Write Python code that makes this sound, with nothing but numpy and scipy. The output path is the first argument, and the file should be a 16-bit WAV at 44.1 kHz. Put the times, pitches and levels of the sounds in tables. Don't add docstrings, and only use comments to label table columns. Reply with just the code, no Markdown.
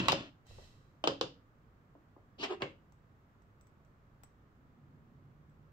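import sys
import numpy as np
from scipy import signal
from scipy.fft import rfft, irfft, next_fast_len
from scipy.io import wavfile

SR = 44100
rng = np.random.default_rng(int(sys.argv[2]) if len(sys.argv) > 2 else 0)


def store_pcm(level_fs):
    pcm = np.round(np.clip(level_fs, -1, 1) * 32767).astype(np.int16)
    wavfile.write(sys.argv[1], SR, np.atleast_2d(pcm).T)


N = 252252
RING_T = np.arange(SR * 3 // 5) / SR

# start in seconds, instrument, clack level in dB,
# high bending boost in dB, knock level in dB, pitch of the struck spot in Hz.
BLOWS = [(-0.001, "scissors", -39, -2, -36.5, 330.4), (0.084, "scissors", -29, -2.5, -25.5, 937),
         (0.0969, "scissors", -38.5, -2, -44.5, 390), (0.1207, "scissors", -36, 10, -38, 690),
         (0.1286, "scissors", -51.5, 4, -30.5, 523), (1.04, "forceps", -40, -5, -31.5, 590),
         (1.0738, "forceps", -35, -4.5, -28.5, 483), (1.0761, "forceps", -38.5, 5.5, -32.5, 555),
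         (1.2119, "forceps", -36, 2, -31.5, 481), (2.6206, "holder", -39, -4.5, -34.5, 503)]
INSTRUMENTS = {"scissors": (0, 5397.5, -1, -11), "forceps": (-11.5, 5049.5, -9.5, -22),
               "holder": (13, 4511, -1, -16)}
# start in seconds, length in seconds, steel level in dB,
# high bending boost in dB, table level in dB, slip rate in Hz.
DRAGS = [(-0.12, 0.43, -49.5, -1.5, -48, 200), (2.38, 0.081, -49, 3, -54, 948),
         (2.419, 0.049, -37.5, -3, -39.5, 741.8), (2.482, 0.08, -51.5, -4.5, -39.5, 383.4),
         (2.598, 0.052, -54, -5.5, -44, 401)]
# start in seconds, level in dB, pitch in Hz.
BUMPS = [(0.51, -64.5, 403), (0.584, -55.5, 600), (1.952, -59.5, 380), (2.164, -60, 620), (2.387, -61, 260)]
# start in seconds, level in dB.
TICKS = [(0.4683, -70), (2.9229, -74), (3.4206, -81), (3.6109, -72), (3.6701, -74.5), (3.8492, -82),
         (4.2352, -60.5), (5.4965, -86)]

# frequency in Hz, relative level in dB, 60 dB decay time in seconds.
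STEEL_MODES = [(1986, -1, 0.077), (2194, -8.5, 0.076), (2756, 4.5, .13), (3060, 8, 0.16), (3510, 3, 0.15),
               (3920, -3.5, 0.2), (4450, -7.5, 0.11), (4715, -6.5, .1), (4940, -2.5, .12),
               (7480, -25, 0.148), (9250, -30.5, 0.2004)]
TABLE_MODES = [(278.3, -8, 0.71), (319.4, -0.5, 0.29), (378.7, -3, .1), (550, 3, 0.13), (627, -5.5, 0.0692),
               (850, -10, 0.12), (915, -14, 0.098), (1129, 2, 0.1), (1309, -8.5, .09)]
HOLDER_MODES = [(5950, -2, 0.025), (7750, 0.5, 0.07), (8600, -18, .05), (15000, -22, 0.06)]
# frequency in Hz, bandwidth in Hz, relative level in dB.
FORCEPS_MODES = [(1965, 70, -3), (2687, 70, -2), (3100, 70, -4.5), (3955, 94, -1), (4826, 65.3, -10.5),
                 (5400, 66, -5.5), (6250, 60, -8), (7490, 107.5, -10.5)]
DRONE_MODES = [(96, 13.61, -7.5), (139.5, 20, 2), (192, 7.9, -8), (228, 16.1, -8.5)]

# frequency in Hz, relative spectral level in dB.
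CLACK_SPECTRUM = [(300, -23), (1300, -3), (2100, -2), (2850, 6.5), (3500, 2), (4200, -2), (5000, -4.5),
                  (6000, -13), (7800, -20), (9500, -43.5), (16000, -62.5)]
EDGE_SPECTRUM = [(3000, -28), (7000, 6), (10000, -3.5), (12500, 1), (15500, -2.5)]
KNOCK_SPECTRUM = [(80, -24), (200, -10.5), (290, 2), (500, -6), (700, -2.5), (900, -0.5), (1200, 1),
                  (1700, -8), (3000, -25.5), (8000, -62)]
THUMP_SPECTRUM = [(25, -21.5), (70, -2.5), (130, 6.5), (270, -0.5), (450, -21.5), (1500, -50.5)]
TICK_SPECTRUM = [(500, 10.5), (1300, 10.5), (3000, -3.5), (4800, -1.5), (6300, 5.5), (7800, 1.5),
                 (10000, -23), (16000, -11)]
SNAP_SPECTRUM = [(3000, -29.5), (7000, 4.5), (10000, -11), (13500, -14), (15000, 4.5), (15700, -4)]
# frequency in Hz, relative spectral level in dB.
CLOTH_SPECTRUM = [(700, -24), (1300, -6.5), (2700, -0.5), (4000, 5.5), (6200, -2.5), (8200, -8.5),
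                  (9200, -32.5), (15500, -25)]
PAD_SPECTRUM = [(20, -4), (55, 3), (120, -2.5), (220, -19.5), (600, -22), (1500, -54.5)]
AIR_SPECTRUM = [(20, -11.5), (58, -0.5), (78, -5.5), (98, 1.5), (170, -6), (300, -12.5), (500, -16),
                (850, -20), (1180, -16.5), (1700, -23), (2600, -32.5), (5000, -42), (7600, -44),
                (9200, -55.5), (13000, -46)]

# frequency in Hz, 60 dB decay time in seconds.
ROOM_DECAY = [(100, 0.43), (400, 0.25), (1200, 0.2), (3200, 0.28), (7000, 0.25), (14000, 0.061)]
# time in seconds, lead of the left microphone in seconds.
HAND_PATH = [(0, -.0002), (1.3, -.00023), (2.3, .00022), (5.7, .00022)]


def blows(give_s=0.00057):
    out = np.zeros((2, N))
    for start, tool, clack_db, high_db, knock_db, spot_hz in BLOWS:
        low_db, high_hz, rattle_db, weight_db = INSTRUMENTS[tool]
        edge_db = -62.5 + 2.4 * (clack_db + 36)
        edge_db += high_db - 0.4 * abs(low_db)
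        thump_db = knock_db + weight_db - 17.5 * np.log2(spot_hz / 510)
        clack = amp(clack_db) * steel_clack(low_db, high_db, high_hz, ring_db=-12)
        steel = clack + amp(rattle_db) * rattle(clack) + amp(edge_db) * click(EDGE_SPECTRUM)
        knock = amp(knock_db) * table_knock(spot_hz, q=5.7, ring_db=-6.5)
        thump = amp(thump_db) * click(THUMP_SPECTRUM)
        radiate(out, start, steel, room_db=-5, near_db=1.5)
        radiate(out, start + give_s, knock, room_db=-4, near_db=-7.5)
        radiate(out, start + give_s, thump, room_db=2, near_db=-3.5)
    return out


def steel_clack(low_db, high_db, high_hz, ring_db, low_hz=1950, width_octaves=0.45):
    band = lambda f, hz: np.exp(-(np.log2((f + 1) / hz) / width_octaves) ** 2)
    bending = lambda f: low_db * band(f, low_hz) + high_db * band(f, high_hz)
    modes = [(hz, db + bending(hz), t60) for hz, db, t60 in STEEL_MODES]
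    return unit_energy(click(CLACK_SPECTRUM, bending) + amp(ring_db) * ring(modes, scatter_db=4.5))


def rattle(clack, t60=0.062, scatter_db=7):
    taps = rng.standard_normal(len(RING_T))
    taps *= amp(scatter_db * rng.standard_normal(len(RING_T)) - 60 * RING_T / t60)
    return signal.fftconvolve(clack, taps / np.linalg.norm(taps))[:len(clack)]


def table_knock(hz, q, ring_db, broadband=0.2):
    spot = lambda f: broadband + resonance(f, hz, hz / q)
    push = unit_energy(filtered(click(KNOCK_SPECTRUM), spot))
    ringing = unit_energy(filtered(ring(TABLE_MODES, scatter_db=0), spot))
    return unit_energy(push + amp(ring_db) * ringing)


def drags(rise_share=0.43, hiss_gain=0.057, rumble_hz=240):
    out = np.zeros((2, N))
    for start, length, steel_db, high_db, table_db, slip_hz in DRAGS:
        pressure = np.interp(RING_T / length, [0, rise_share, 1], [0, 1, 0])
        roughness = pressure * rng.standard_normal(len(RING_T))
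        friction = pressure * slips(slip_hz) + hiss_gain * roughness
        low_db = -1.5 - 2.2 * high_db
        steel = steel_clack(low_db, high_db, high_hz=4700, ring_db=-16.5)
        steel += amp(-34.5) * click(EDGE_SPECTRUM)
        table = table_knock(slip_hz, q=3.3, ring_db=-15)
        rumble = table_knock(rumble_hz, q=0.96, ring_db=-17.5, broadband=0.05)
        paths = [(friction, steel, steel_db), (friction, table, table_db),
                 (roughness, rumble, steel_db - 5)]
        for drive, body, db in paths:
            scrape = signal.fftconvolve(drive, body)[:len(RING_T)]
            scrape *= np.linalg.norm(pressure) / np.linalg.norm(scrape)
            radiate(out, start, amp(db) * scrape, room_db=-6.5, near_db=2)
    return out


def slips(hz, jitter=0.16, scatter_db=1.86, count=400):
    times = np.cumsum(np.exp(jitter * rng.standard_normal(count))) / hz
    sizes = amp(scatter_db * rng.standard_normal(count))
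    return np.bincount((times * SR).astype(int), sizes, len(RING_T))[:len(RING_T)]


def bumps(cutoff_hz=900):
    out = np.zeros((2, N))
    lowpass = lambda f: 1 / (1 + 1j * np.sqrt(2) * f / cutoff_hz - (f / cutoff_hz) ** 2) ** 2
    for start, db, hz in BUMPS:
        padded_spot = lambda f: (0.23 + resonance(f, hz, hz / 1.3)) * lowpass(f)
        bump = unit_energy(filtered(click(KNOCK_SPECTRUM), padded_spot))
        radiate(out, start, amp(db) * bump, room_db=-1, near_db=4)
    return out


def ticks():
    out = np.zeros((2, N))
    for start, db in TICKS:
        ping = ring(HOLDER_MODES, scatter_db=7)
        touch = amp(db) * (click(TICK_SPECTRUM) + amp(-6.5) * ping)
        snap_db = -64 + 1.49 * (db + 60.5)
        radiate(out, start, touch + amp(snap_db) * click(SNAP_SPECTRUM), room_db=-5, near_db=1.5)
    return out


def sleeve_on_pad():
    brush = amp(-66.5) * swell(start_s=0.451, attack_s=0.043, hold_s=0.15, fall_db_per_s=79)
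    press = amp(-55) * swell(start_s=0.485, attack_s=0.019, hold_s=0.06, fall_db_per_s=47)
    forceps = unit_rms(filtered(diffuse(N), lambda f: modal_response(f, FORCEPS_MODES)))
    rubbing = amp(-1.5) * shaped_noise(CLOTH_SPECTRUM) + amp(-0.5) * forceps
    return brush * rubbing + press * shaped_noise(PAD_SPECTRUM)


def room_noise(air_db=-64, drone_db=-73, swell_db=-61, cutoff_hz=400):
    growth = amp(swell_db) * swell(start_s=4.41, attack_s=0.43, hold_s=0.15, fall_db_per_s=6)
    low_modes = lambda f: modal_response(f, DRONE_MODES) / (1 + (f / cutoff_hz) ** 4)
    air = amp(air_db) * shaped_noise(AIR_SPECTRUM)
    drone = unit_rms(filtered(diffuse(N), low_modes))
    return air + np.hypot(amp(drone_db), growth) * drone


def radiate(out, start, sound, room_db, near_db, near_t60=0.019, wall_onset_s=0.00088):
    margin, n = SR // 1000, len(RING_T)
    sound = np.pad(sound, (margin, 0))
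    lead = np.interp(start, *np.transpose(HAND_PATH)) * np.array([[1], [-1]])
    direct = filtered(sound, lambda f: np.exp(1j * np.pi * f * lead))
    near = diffuse(n) * amp(-60 * RING_T / near_t60)
    hz, t, bands = signal.stft(diffuse(n), SR, nperseg=256)
    bands = bands * amp(-60 * t / along(ROOM_DECAY, hz)[:, None])
    walls = signal.istft(bands, SR, nperseg=256)[1][:, :n]
    walls *= 1 - np.exp(-(RING_T / wall_onset_s) ** 2)
    echoes = sum(amp(db) * tail / np.sqrt(np.sum(tail ** 2) / 2)
                 for tail, db in [(near, near_db), (walls, room_db)])
    heard = direct + signal.fftconvolve(sound[None], echoes, axes=1)[:, :len(sound)]
    first = round(start * SR) - margin
    out[:, max(first, 0):first + len(sound)] += heard[:, max(-first, 0):N - first]


def click(spectrum, boost=lambda f: 0, size=4096):
    f = np.fft.rfftfreq(size, 1 / SR)
    cepstrum = irfft(np.log(amp(along(spectrum, f) + boost(f))))
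    cepstrum[1:size // 2] *= 2
    cepstrum[size // 2 + 1:] = 0
    pulse = irfft(np.exp(rfft(cepstrum)))
    return unit_energy(np.pad(pulse, (0, len(RING_T) - size)))


def ring(modes, scatter_db):
    hz, db, t60 = np.transpose(modes)[:, :, None]
    db = db + scatter_db * rng.standard_normal(hz.shape)
    phase = 2 * np.pi * rng.random(hz.shape)
    partials = amp(db - 60 * RING_T / t60) * np.sin(2 * np.pi * hz * RING_T + phase)
    return unit_energy(partials.sum(axis=0))


def resonance(f, hz, width):
    return 1j * f * width / (hz * hz - f * f + 1j * f * width)


def modal_response(f, modes):
    return sum(amp(db) * resonance(f, hz, width) for hz, width, db in modes)


def diffuse(n, spacing_m=0.162, max_coherence=0.96, sound_m_per_s=343):
    coherence = lambda f: max_coherence * np.sinc(2 * f * spacing_m / sound_m_per_s)
    weights = lambda f: np.sqrt([1 + coherence(f), 1 - coherence(f)])
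    mid, side = filtered(rng.standard_normal((2, n)), weights)
    return unit_rms(np.array([mid + side, mid - side]))


def shaped_noise(spectrum):
    return unit_rms(filtered(diffuse(N), lambda f: amp(along(spectrum, f))))


def swell(start_s, attack_s, hold_s, fall_db_per_s):
    t = np.arange(N) / SR - start_s
    return np.clip(t / attack_s, 0, 1) * amp(-fall_db_per_s * np.maximum(t - attack_s - hold_s, 0))


def filtered(x, response):
    n = x.shape[-1]
    size = next_fast_len(n + SR // 10)
    return irfft(rfft(x, size) * response(np.fft.rfftfreq(size, 1 / SR)), size)[..., :n]


def along(points, hz):
    f, values = np.transpose(points)
    return np.interp(np.log(hz + 1), np.log(f), values)


def amp(db):
    return 10 ** (np.asarray(db) / 20)


def unit_rms(x):
    return x / np.sqrt(np.mean(x ** 2) + 1e-20)


def unit_energy(x):
    return x / np.sqrt(np.sum(x ** 2) / (SR / 100) + 1e-20)


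def scene():
    contacts = blows() + drags() + bumps() + ticks()
    return contacts + (sleeve_on_pad() + room_noise()) * amp([[-0.8], [0.8]])


def record(dry, top_hz=15750):
    return filtered(dry, lambda f: f < top_hz)


dry = scene()
out = record(dry)
store_pcm(out)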